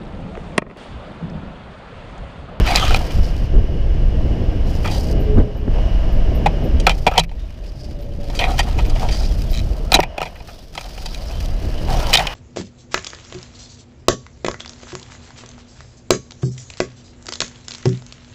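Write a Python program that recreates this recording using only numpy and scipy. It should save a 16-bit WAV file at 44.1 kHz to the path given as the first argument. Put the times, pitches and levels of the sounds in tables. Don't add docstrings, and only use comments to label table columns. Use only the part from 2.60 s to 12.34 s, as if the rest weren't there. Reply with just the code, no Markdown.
import sys
import numpy as np
from scipy import signal
from scipy.fft import rfft, irfft
from scipy.io import wavfile
from scipy.ndimage import uniform_filter1d

SR = 44100
rng = np.random.default_rng(int(sys.argv[2]) if len(sys.argv) > 2 else 0)


def unload_audio(sound):
    columns = np.transpose(np.atleast_2d(sound))
    steps = np.round(np.clip(columns, -1, 1) * 32767)
    wavfile.write(sys.argv[1], SR, steps.astype(np.int16))


N = 429534

# peak_s, swell_db of the buffeting, thump_db, thump_width_s (peak to 1/e)
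GUST_TABLE = [(-0.008, 12, -14.5, 0.02), (0.316, 7.5, -23.5, 0.016), (0.589, 12, -25, 0.015),
              (0.967, 12, -21.5, 0.033), (2.791, 17.5, -13, 0.028), (3.081, 4, -19, 0.0053),
              (4.157, 11.5, -35, 0.014), (7.058, 7, -44, 0.014), (7.356, 6, -16, 0.0096),
              (7.393, 3.5, -11, 0.0046)]
# pitch_hz, width_hz before widening, relative level_db
BODY_MODES = [(743, 70, 0), (969, 25, -7), (1300, 36, -7), (1870, 49, -8), (2470, 85, -2), (3080, 66, -1),
              (3330, 110, -3), (3670, 33, -6), (4000, 52, -3), (4510, 140, -8), (4830, 51, -7),
              (5710, 65, -10), (6420, 300, -11)]
# pitch_hz, relative level_db (per Hz)
AIRY_SPECTRUM = [(2350, -37), (4000, 6), (4760, 13), (5300, 11), (7170, -0.5), (11300, -3.5), (14300, -3.5),
                 (15300, -3)]
THUD_BELOW_HZ = 1150


def from_db(db):
    return 10 ** (np.asarray(db) / 20)


def rms_one(x):
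    return x / np.sqrt(np.mean(x ** 2) + 1e-20)


def in_time(rows):
    times, *columns = np.transpose(rows)
    return [np.interp(np.arange(N) / SR, times, column) for column in columns]


def drift(rate_hz):
    r = np.exp(-80 * np.pi * rate_hz / SR)
    noise = rng.standard_normal(N // 40 + 2002)
    slow = signal.lfilter([1], [1, -2 * r, r * r], noise)[2000:]
    return np.interp(np.arange(N) / 40, np.arange(len(slow)), rms_one(slow))


def colour(x, spectrum):
    hz, db = np.transpose(spectrum)
    f = np.maximum(np.fft.rfftfreq(N, 1 / SR), 1)
    curve_db = np.interp(np.log(f), np.log(hz), db, -90, -90)
    return rms_one(irfft(rfft(x) * from_db(curve_db), N))


def resonate(x, hz, width_hz):
    r = np.exp(-np.pi * width_hz / SR)
    top = np.array([1, 0, -1]) * (1 - r * r) / 2
    return signal.lfilter(top, [1, -2 * r * np.cos(2 * np.pi * hz / SR), r * r], x + 1e-18)


def band(x, low_hz, high_hz):
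    sections = signal.butter(2, [low_hz, high_hz], "band", fs=SR, output="sos")
    return rms_one(signal.sosfilt(sections, x))


def grains(per_s, spread_db):
    luck_db = spread_db * np.minimum(rng.exponential(1, N), 5)
    sizes = from_db(luck_db) * rng.choice([-1, 1], N)
    return rms_one(sizes * (rng.random(N) < per_s / SR))


def crackle(per_s, spread_db, ring_s):
    touches = np.abs(grains(per_s, spread_db))
    jumps = signal.lfilter([1], [1, -np.exp(-1 / (ring_s * SR))], touches)
    return rms_one(.5 + rms_one(jumps))


def touch(start_s, length_s, attack_s, release_s):
    t = np.arange(N) / SR - start_s
    return np.clip(t / attack_s, 0, 1) * np.exp(-np.maximum(t - length_s, 0) / release_s)


def strands(modes):
    out = 0
    for hz, width_hz, db in modes:
        catch = from_db(db + 6 * drift(12))
        out = out + catch * rms_one(resonate(grains(1500, 2.5), hz, width_hz + 60))
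    return rms_one(out)


def ring_body(contacts, modes, favoured_hz=3000, favour_db=0., luck_db=0.):
    out = 0
    for k, (hz, width_hz, db) in enumerate(modes):
        near_db = favour_db * np.exp(-(np.log(hz / favoured_hz) / .12) ** 2)
        wide_hz = 1.2 * width_hz + 50
        gain = from_db(db + near_db + luck_db * rng.standard_normal())
        out = out + (-1) ** k * gain * resonate(contacts, hz, wide_hz) / np.sqrt(wide_hz)
    return rms_one(out)


def wind():
    # time_s, buffet_db, rumble_db
    wind_levels = [(0, -16, -26.5), (.9, -18, -29.5), (1.4, -12.5, -26), (2.7, -14.5, -23),
                   (2.93, -24.5, -30), (3.2, -10.5, -27.5), (4.0, -16, -23), (4.3, -18, -28),
                   (4.66, -22.5, -43), (4.9, -28, -42.5), (5.7, -20.5, -30.5), (6.0, -14.5, -29),
                   (6.85, -13.5, -31.5), (7.3, -21.5, -33), (7.58, -33.5, -45), (8.1, -35.5, -43.5),
                   (8.9, -18, -35.5), (9.4, -16.5, -25), (9.74, -28.5, -41)]
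    # pitch_hz, relative level_db (per Hz)
    buffet_spectrum = [(8.8, -41), (15, 2), (27, 1.5), (42, 1), (74, -6), (163, -23), (200, -26),
                       (260, -27.5), (440, -120)]
    # pitch_hz, relative level_db (per Hz)
    rumble_spectrum = [(65, -55), (110, 2), (271, -8.5), (311, -6), (380, -10.5), (518, -11), (863, -25.5),
                       (1200, -91), (1560, -42), (2640, -120)]
    swell_s = 0.049

    buffet_db, rumble_db = in_time(wind_levels)
    buffet = colour(rng.standard_normal(N), buffet_spectrum)
    lumps = from_db(2 * drift(14) + 1.2 * np.abs(buffet))
    rumble = rms_one(lumps * colour(rng.standard_normal(N), rumble_spectrum))
    swing = np.sqrt(uniform_filter1d(buffet ** 2, size=1800) + .05)
    buffet = rms_one(buffet / swing ** 0.11)
    t = np.arange(N) / SR
    gust_db = sum(db * np.exp(-((t - peak_s) / swell_s) ** 2) for peak_s, db, *_ in GUST_TABLE)
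    return from_db(buffet_db + gust_db) * buffet + from_db(rumble_db) * rumble


def thumps():
    t = np.arange(N) / SR
    swell = sum(from_db(db) * np.exp(-((t - peak_s) / width_s) ** 2)
                for peak_s, _, db, width_s in GUST_TABLE)
    return swell * band(rng.standard_normal(N), 170, 455)


def drone():
    # time_s, hiss_db, panel hum_db
    drone_levels = [(0, -31, -35), (.75, -43.5, -40), (1.1, -45.5, -44.5), (1.7, -43, -38),
                    (2.7, -42.5, -39), (2.88, -48, -42), (3.08, -48.5, -42), (3.14, -41, -35),
                    (4.23, -42, -37.5), (4.64, -65, -51), (4.8, -54.5, -52), (5.5, -57.5, -49),
                    (6.2, -47, -38.5), (7.3, -52, -41), (7.6, -48.5, -40), (8.1, -63, -53.5),
                    (8.6, -53.5, -40.5), (9.74, -33, -38)]
    # pitch_hz, relative level_db (per Hz)
    hiss_spectrum = [(530, -41), (900, 12.5), (1150, 11), (1500, 6), (1640, 10), (2470, 7.5), (3030, 9.5),
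                     (3600, 0), (4770, -2), (5200, 1.5), (9000, -27.5), (11700, -99), (19800, -120)]
    # pitch_hz, width_hz, level_db against its main part
    engine_bands = [(1590, 44, -13.5), (2903, 85, -6.5)]
    airy_db = -15.5

    hiss_db, hum_db = in_time(drone_levels)
    hiss = colour(rng.standard_normal(N), hiss_spectrum)
    for hz, width_hz, db in engine_bands:
        hiss = hiss + from_db(db) * rms_one(resonate(rng.standard_normal(N), hz, width_hz))
    hiss = hiss + from_db(airy_db) * colour(rng.standard_normal(N), AIRY_SPECTRUM)
    hum = band(resonate(grains(800, 1.6), 627, 96), 300, 1500)
    return from_db(hiss_db) * hiss + from_db(hum_db) * hum


def whines():
    # start_s, length_s, first_pitch_hz and last_pitch_hz before wavering, level_db before flutter
    whine_table = [(2.351, 0.695, 424, 416.8, -36), (4.902, 1.1, 601, 553, -47)]
    out, t = np.zeros(N), np.arange(N) / SR
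    waver, flutter = drift(7.0), from_db(7.2 * drift(4.8))
    for start_s, length_s, first_hz, last_hz, db in whine_table:
        glide_hz = np.interp(t, [start_s, start_s + length_s], [first_hz, last_hz])
        turn = 2 * np.pi * np.cumsum(glide_hz * (1 + 0.00733 * waver)) / SR
        fade = touch(start_s, length_s, 0.29, 0.039)
        out += fade * from_db(db) * flutter * np.sqrt(2) * np.sin(turn)
    return out


def chirps():
    # start_s, level_db before the puff is smoothed
    chirp_table = [(2.6015, -45), (2.9682, -53), (3.5224, -47), (3.7494, -42), (4.0372, -45), (5.413, -51),
                   (6.2622, -43), (6.9097, -38)]
    # pitch_hz, width_hz of each of two passes, level_db
    chirp_bands = [(13460, 440, -3), (9700, 400, -14.5)]
    start_s, db = np.transpose(chirp_table)
    starts = np.zeros(N)
    starts[np.round(start_s * SR).astype(int)] = from_db(db)
    r = np.exp(-1 / (0.022 * SR))
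    puffs = uniform_filter1d(signal.lfilter([1], [1, -r], starts + 1e-18), size=300)
    noise = rng.standard_normal(N)
    tone = 0
    for hz, width_hz, level_db in chirp_bands:
        narrow = resonate(resonate(noise, hz, width_hz), hz, width_hz)
        tone = tone + from_db(level_db) * rms_one(narrow)
    return puffs * tone


def brushes():
    # start_s, length_s, twigs_db, leaves_db, low_scrape_db, change_db over the pass
    brush_table = [(0.034, 0.34, -25, -38.5, -25, -4), (0.312, 0.56, -41, -39.5, -38.5, -14),
                   (2.05, 0.36, -42.5, -39.5, -41, -32), (2.22, 0.31, -65, -40.5, -54, -2.5),
                   (4.213, 0.44, -50, -49, -46, -0.5), (4.661, 0.96, -56, -61, -60, 1),
                   (5.6, 0.39, -49, -53, -46, 12), (5.965, 0.41, -40, -47.5, -35.5, -1.5),
                   (6.345, 0.38, -34.5, -40.5, -33, -8.5), (6.684, 0.46, -48.5, -46.5, -61, -0.5),
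                   (7.124, 0.32, -51.5, -52, -41, 2), (7.6, 0.406, -49.5, -49.5, -48, -14.5),
                   (7.845, 0.29, -50, -50, -72, -5), (8.12, 0.74, -43.5, -45.5, -44, -2),
                   (8.77, 0.87, -51.5, -52, -52.5, 12), (9.273, 0.26, -39.5, -44, -24, 1),
                   (9.561, .25, -44, -51, -25, -6.5)]
    attack_s, release_s = 0.039, 0.00073

    touching = crackle(160, 2.6, .003)
    patter = grains(8000, 2.5) * touching
    high = [mode for mode in BODY_MODES if mode[0] > THUD_BELOW_HZ]
    twigs = rms_one(strands(high) + 1.3 * band(patter, 1070, 4100))
    leaves = colour(rng.standard_normal(N) * (0.26 + touching), AIRY_SPECTRUM)
    low_panels = strands(BODY_MODES[:1]) + .3 * strands(BODY_MODES[1:3])
    scrape = rms_one(low_panels + .5 * band(patter, 480, 900))
    strength, t = np.zeros((3, N)), np.arange(N) / SR
    for start_s, length_s, *levels_db, change_db in brush_table:
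        change = from_db(change_db * np.clip((t - start_s) / length_s, 0, 1))
        shape = change * touch(start_s, length_s, attack_s, release_s)
        strength += from_db(levels_db)[:, None] * shape
    return np.sum(strength * [twigs, leaves, scrape], axis=0)


def squeals():
    # start_s, length_s, first pitch_hz, level_db before the swell and fade
    squeal_table = [(0.16, 0.18, 1270, -27), (0.16, 0.15, 3230, -30), (0.064, 0.11, 2305, -31),
                    (2.243, 0.045, 1320, -29), (2.297, .09, 3150, -40), (5.04, 0.08, 4950, -51),
                    (5.128, 0.24, 5030, -49), (5.81, .155, 760, -25), (6.48, 0.22, 5000, -36),
                    (9.3, .1, 760, -28), (9.554, 0.079, 2080, -32), (0.608, 0.1, 5150, -43),
                    (8.29, 0.37, 4940, -45), (8.66, 0.045, 5150, -41)]
    sag, half_width = .03, .052
    out = np.zeros(N)
    grit = from_db(3 * drift(25) - 2) * crackle(400, 2., .003)
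    noise = rng.standard_normal((2, N)) * grit
    for start_s, length_s, hz, db in squeal_table:
        at = round(start_s * SR)
        done = np.arange(round(length_s * SR)) / (length_s * SR)
        span = slice(at, at + len(done))
        low_pass = signal.butter(1, half_width * hz, fs=SR, output="sos")
        wobble = rms_one(signal.sosfilt(low_pass, noise[:, span]))
        turn = 2 * np.pi * np.cumsum(hz * (1 - sag * done)) / SR
        squeal = wobble[0] * np.cos(turn) + wobble[1] * np.sin(turn)
        out[span] += from_db(db) * np.sin(np.pi * done) ** .5 * squeal
    return out


def twig_skips():
    start_s, skips_per_s, skips = 6.9315, 117, 9
    loudest_db, thud_db, pitch_hz, contact_s = -24, -22, 4100, .002
    return [(start_s + k / skips_per_s, loudest_db - 9 * rng.random(), thud_db, pitch_hz, contact_s)
            for k in range(skips)]


def whips():
    # start_s, ring_db, thud_db against the ring, favoured pitch_hz, contact_s
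    blow_table = [(0.064, -25, -13, 1910, 0.027), (.066, -32, -9, 4500, 0.05),
                  (0.152, -12.5, -1.5, 2000, 0.0028), (0.158, -4, -9.5, 4500, 0.0027),
                  (0.169, -18.5, -20, 2500, 0.019), (0.305, -26, 2, 1350, 0.029),
                  (0.3448, -5, -3, 2800, 0.0011), (0.505, -34, -12, 3080, 0.0094),
                  (2.243, -30.5, 1.5, 1870, 0.053), (2.275, -27, -6, 4730, 0.0043),
                  (2.298, -35.5, 2, 4830, 0.1), (2.483, -42, -20, 4770, 0.013),
                  (3.185, -44, 21, 1290, 0.0033), (3.8598, -17.5, 9.5, 2380, 0.012),
                  (4.199, -28, -20, 5670, 0.0075), (4.2669, -7, -0.5, 2740, 0.009),
                  (4.268, -12.5, -3, 1330, 0.017), (4.294, -18, -4, 2800, 0.026),
                  (4.466, -13, 6, 2350, 0.018), (4.513, -28, 4, 1320, 0.016), (4.537, -30, 3, 1300, 0.019),
                  (4.555, -28.5, 5, 2180, 0.043), (4.5784, -6.5, 0.5, 3180, 0.0097),
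                  (4.593, -13, -4, 4540, 0.0082), (4.635, -35, -31, 2550, 0.012),
                  (4.692, -43.5, -4, 3000, 0.0062), (4.714, -46.5, 6, 2500, 0.011),
                  (5.61, -50, -20, 5200, 0.0034), (5.699, -34.5, 1, 2880, 0.0056),
                  (5.748, -34.5, -22, 4900, 0.039), (5.79, -19, -5.5, 3000, 0.016),
                  (5.806, -21, -0.5, 2080, 0.059), (5.917, -34, -20, 4530, .008),
                  (5.989, -18, -10, 2000, 0.022), (5.991, -18, 0.5, 4870, 0.017),
                  (6.085, -38, -15, 4000, 0.0043), (6.187, -27, 2.5, 2100, 0.016),
                  (6.297, -34, -17, 4800, 0.0097), (6.358, -33.5, 3, 2100, 0.012),
                  (6.418, -42.5, 18.5, 1300, 0.052), (6.486, -29, -3, 2900, 0.014),
                  (6.507, -32, -15, 4700, 0.055), (6.631, -36, -12, 4500, 0.009),
                  (7.319, -10, 0.5, 3500, 0.0044), (7.33, -14, -21, 1450, 0.0059),
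                  (7.341, -3, -7, 4170, 0.014), (7.356, -24.5, 12, 3000, 0.0078),
                  (7.369, -20, 1, 3100, 0.0034), (7.39, -22, 15, 1300, 0.008),
                  (7.402, -14, -23, 2020, 0.0021), (7.43, -22, -1, 2400, 0.012),
                  (7.579, -24.5, 5, 1520, 0.008), (7.603, -28.5, 5.5, 2030, 0.0049),
                  (7.616, -16.5, 1, 1300, 0.0028), (7.627, -28, 4, 2520, 0.013),
                  (7.654, -34.5, 0.5, 2530, 0.025), (7.756, -41, -18, 1900, 0.012),
                  (7.802, -41, 4.5, 2200, 0.0073), (7.884, -41, -0.5, 1330, 0.022),
                  (8.151, -31, -4, 5000, 0.0053), (8.176, -24.5, -1, 2830, 0.0089),
                  (8.21, -31, -4, 4700, 0.0029), (8.241, -36, -13, 3920, .005),
                  (8.377, -32, 0, 1550, 0.0053), (8.458, -28, -6, 4600, 0.011),
                  (8.545, -28, -23, 4100, 0.0049), (9.53, -13, -26, 2240, 0.011),
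                  (9.537, -4.5, -14, 4940, 0.0066), (9.545, -7, -8, 3100, 0.0078),
                  (9.552, -8.5, -21, 3500, 0.0053), (9.57, -12.5, -19, 3700, 0.013),
                  (9.591, -20, -2.5, 2800, 0.0087), (9.6, -35, 6, 2030, 0.014),
                  (9.669, -17, -14, 2900, 0.0065)]
    slide_in, treble_s = .2, .009
    crack_3khz_db, crack_db_per_octave, crack_s = -29, -5.5, 0.0031
    loss_per_thud = 0.48
    tail_db, tail_s = -10.5, 0.014
    boom_hz, boom_width_hz, boom_db = 163.2, 8.5, -11

    out, t = np.zeros(N + 8192), np.arange(8192) / SR
    low = [mode for mode in BODY_MODES if mode[0] < THUD_BELOW_HZ]
    high = [mode for mode in BODY_MODES if mode[0] > THUD_BELOW_HZ]
    for start_s, ring_db, thud_db, favoured_hz, contact_s in blow_table + twig_skips():
        onset = np.minimum(t / (.0005 + slide_in * max(contact_s - .025, 0)), 1)
        let_go = np.maximum(t - .8 * contact_s, 0) / (.003 + .25 * contact_s)
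        shape = onset * np.exp(-.9 * t / contact_s - let_go)
        uneven = from_db(3.54 * rng.exponential(1, len(t)))
        rattle = shape * rng.standard_normal(len(t)) * uneven

        ring = ring_body(rattle, high, favoured_hz, favour_db=13., luck_db=3.)
        low_pass = signal.butter(3, max(3400, 1.2 * favoured_hz), fs=SR, output="sos")
        dull = signal.sosfilt(low_pass, ring)
        treble = (ring - dull) * np.exp(-t / treble_s) * from_db(-loss_per_thud * max(thud_db, 0))
        slap = band(rattle, favoured_hz / 1.7, favoured_hz * 1.5)
        ring = rms_one(dull + treble + .5 * slap)

        thud = band(ring_body(rattle, low) + .5 * band(rattle, 450, 900), 250, 1700)
        octaves = np.log2(favoured_hz / 3000)
        crack_db = crack_3khz_db + crack_db_per_octave * octaves - loss_per_thud * thud_db
        crack = band(rattle * np.exp(-t / crack_s), 10600, 16200)
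        after = band(rng.standard_normal(len(t)), 480, 3200) * np.exp(-t / tail_s)
        tail = ring_body(after, BODY_MODES[4:5])
        tail = tail + from_db(thud_db) * ring_body(after, BODY_MODES[:1])
        boom = rms_one(resonate(rattle, boom_hz, boom_width_hz))

        blow = ring + from_db(thud_db) * thud + from_db(crack_db) * crack
        blow = blow + from_db(tail_db) * tail + from_db(thud_db + boom_db) * boom
        at, share = round(start_s * SR), contact_s * SR / len(t)
        out[at:at + len(t)] += from_db(ring_db) * np.sqrt(share) * blow
    return out[:N]


def scene():
    background = wind() + thumps() + drone() + whines() + chirps()
    return (background + brushes() + squeals() + whips())[None]


def record(dry):
    cutoff_hz = 15250
    clipped = .97 * dry / (1 + np.abs(dry / .97) ** 4) ** .25
    return signal.sosfilt(signal.ellip(12, .5, 70, cutoff_hz, fs=SR, output="sos"), clipped)


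dry = scene()
out = record(dry)
unload_audio(out)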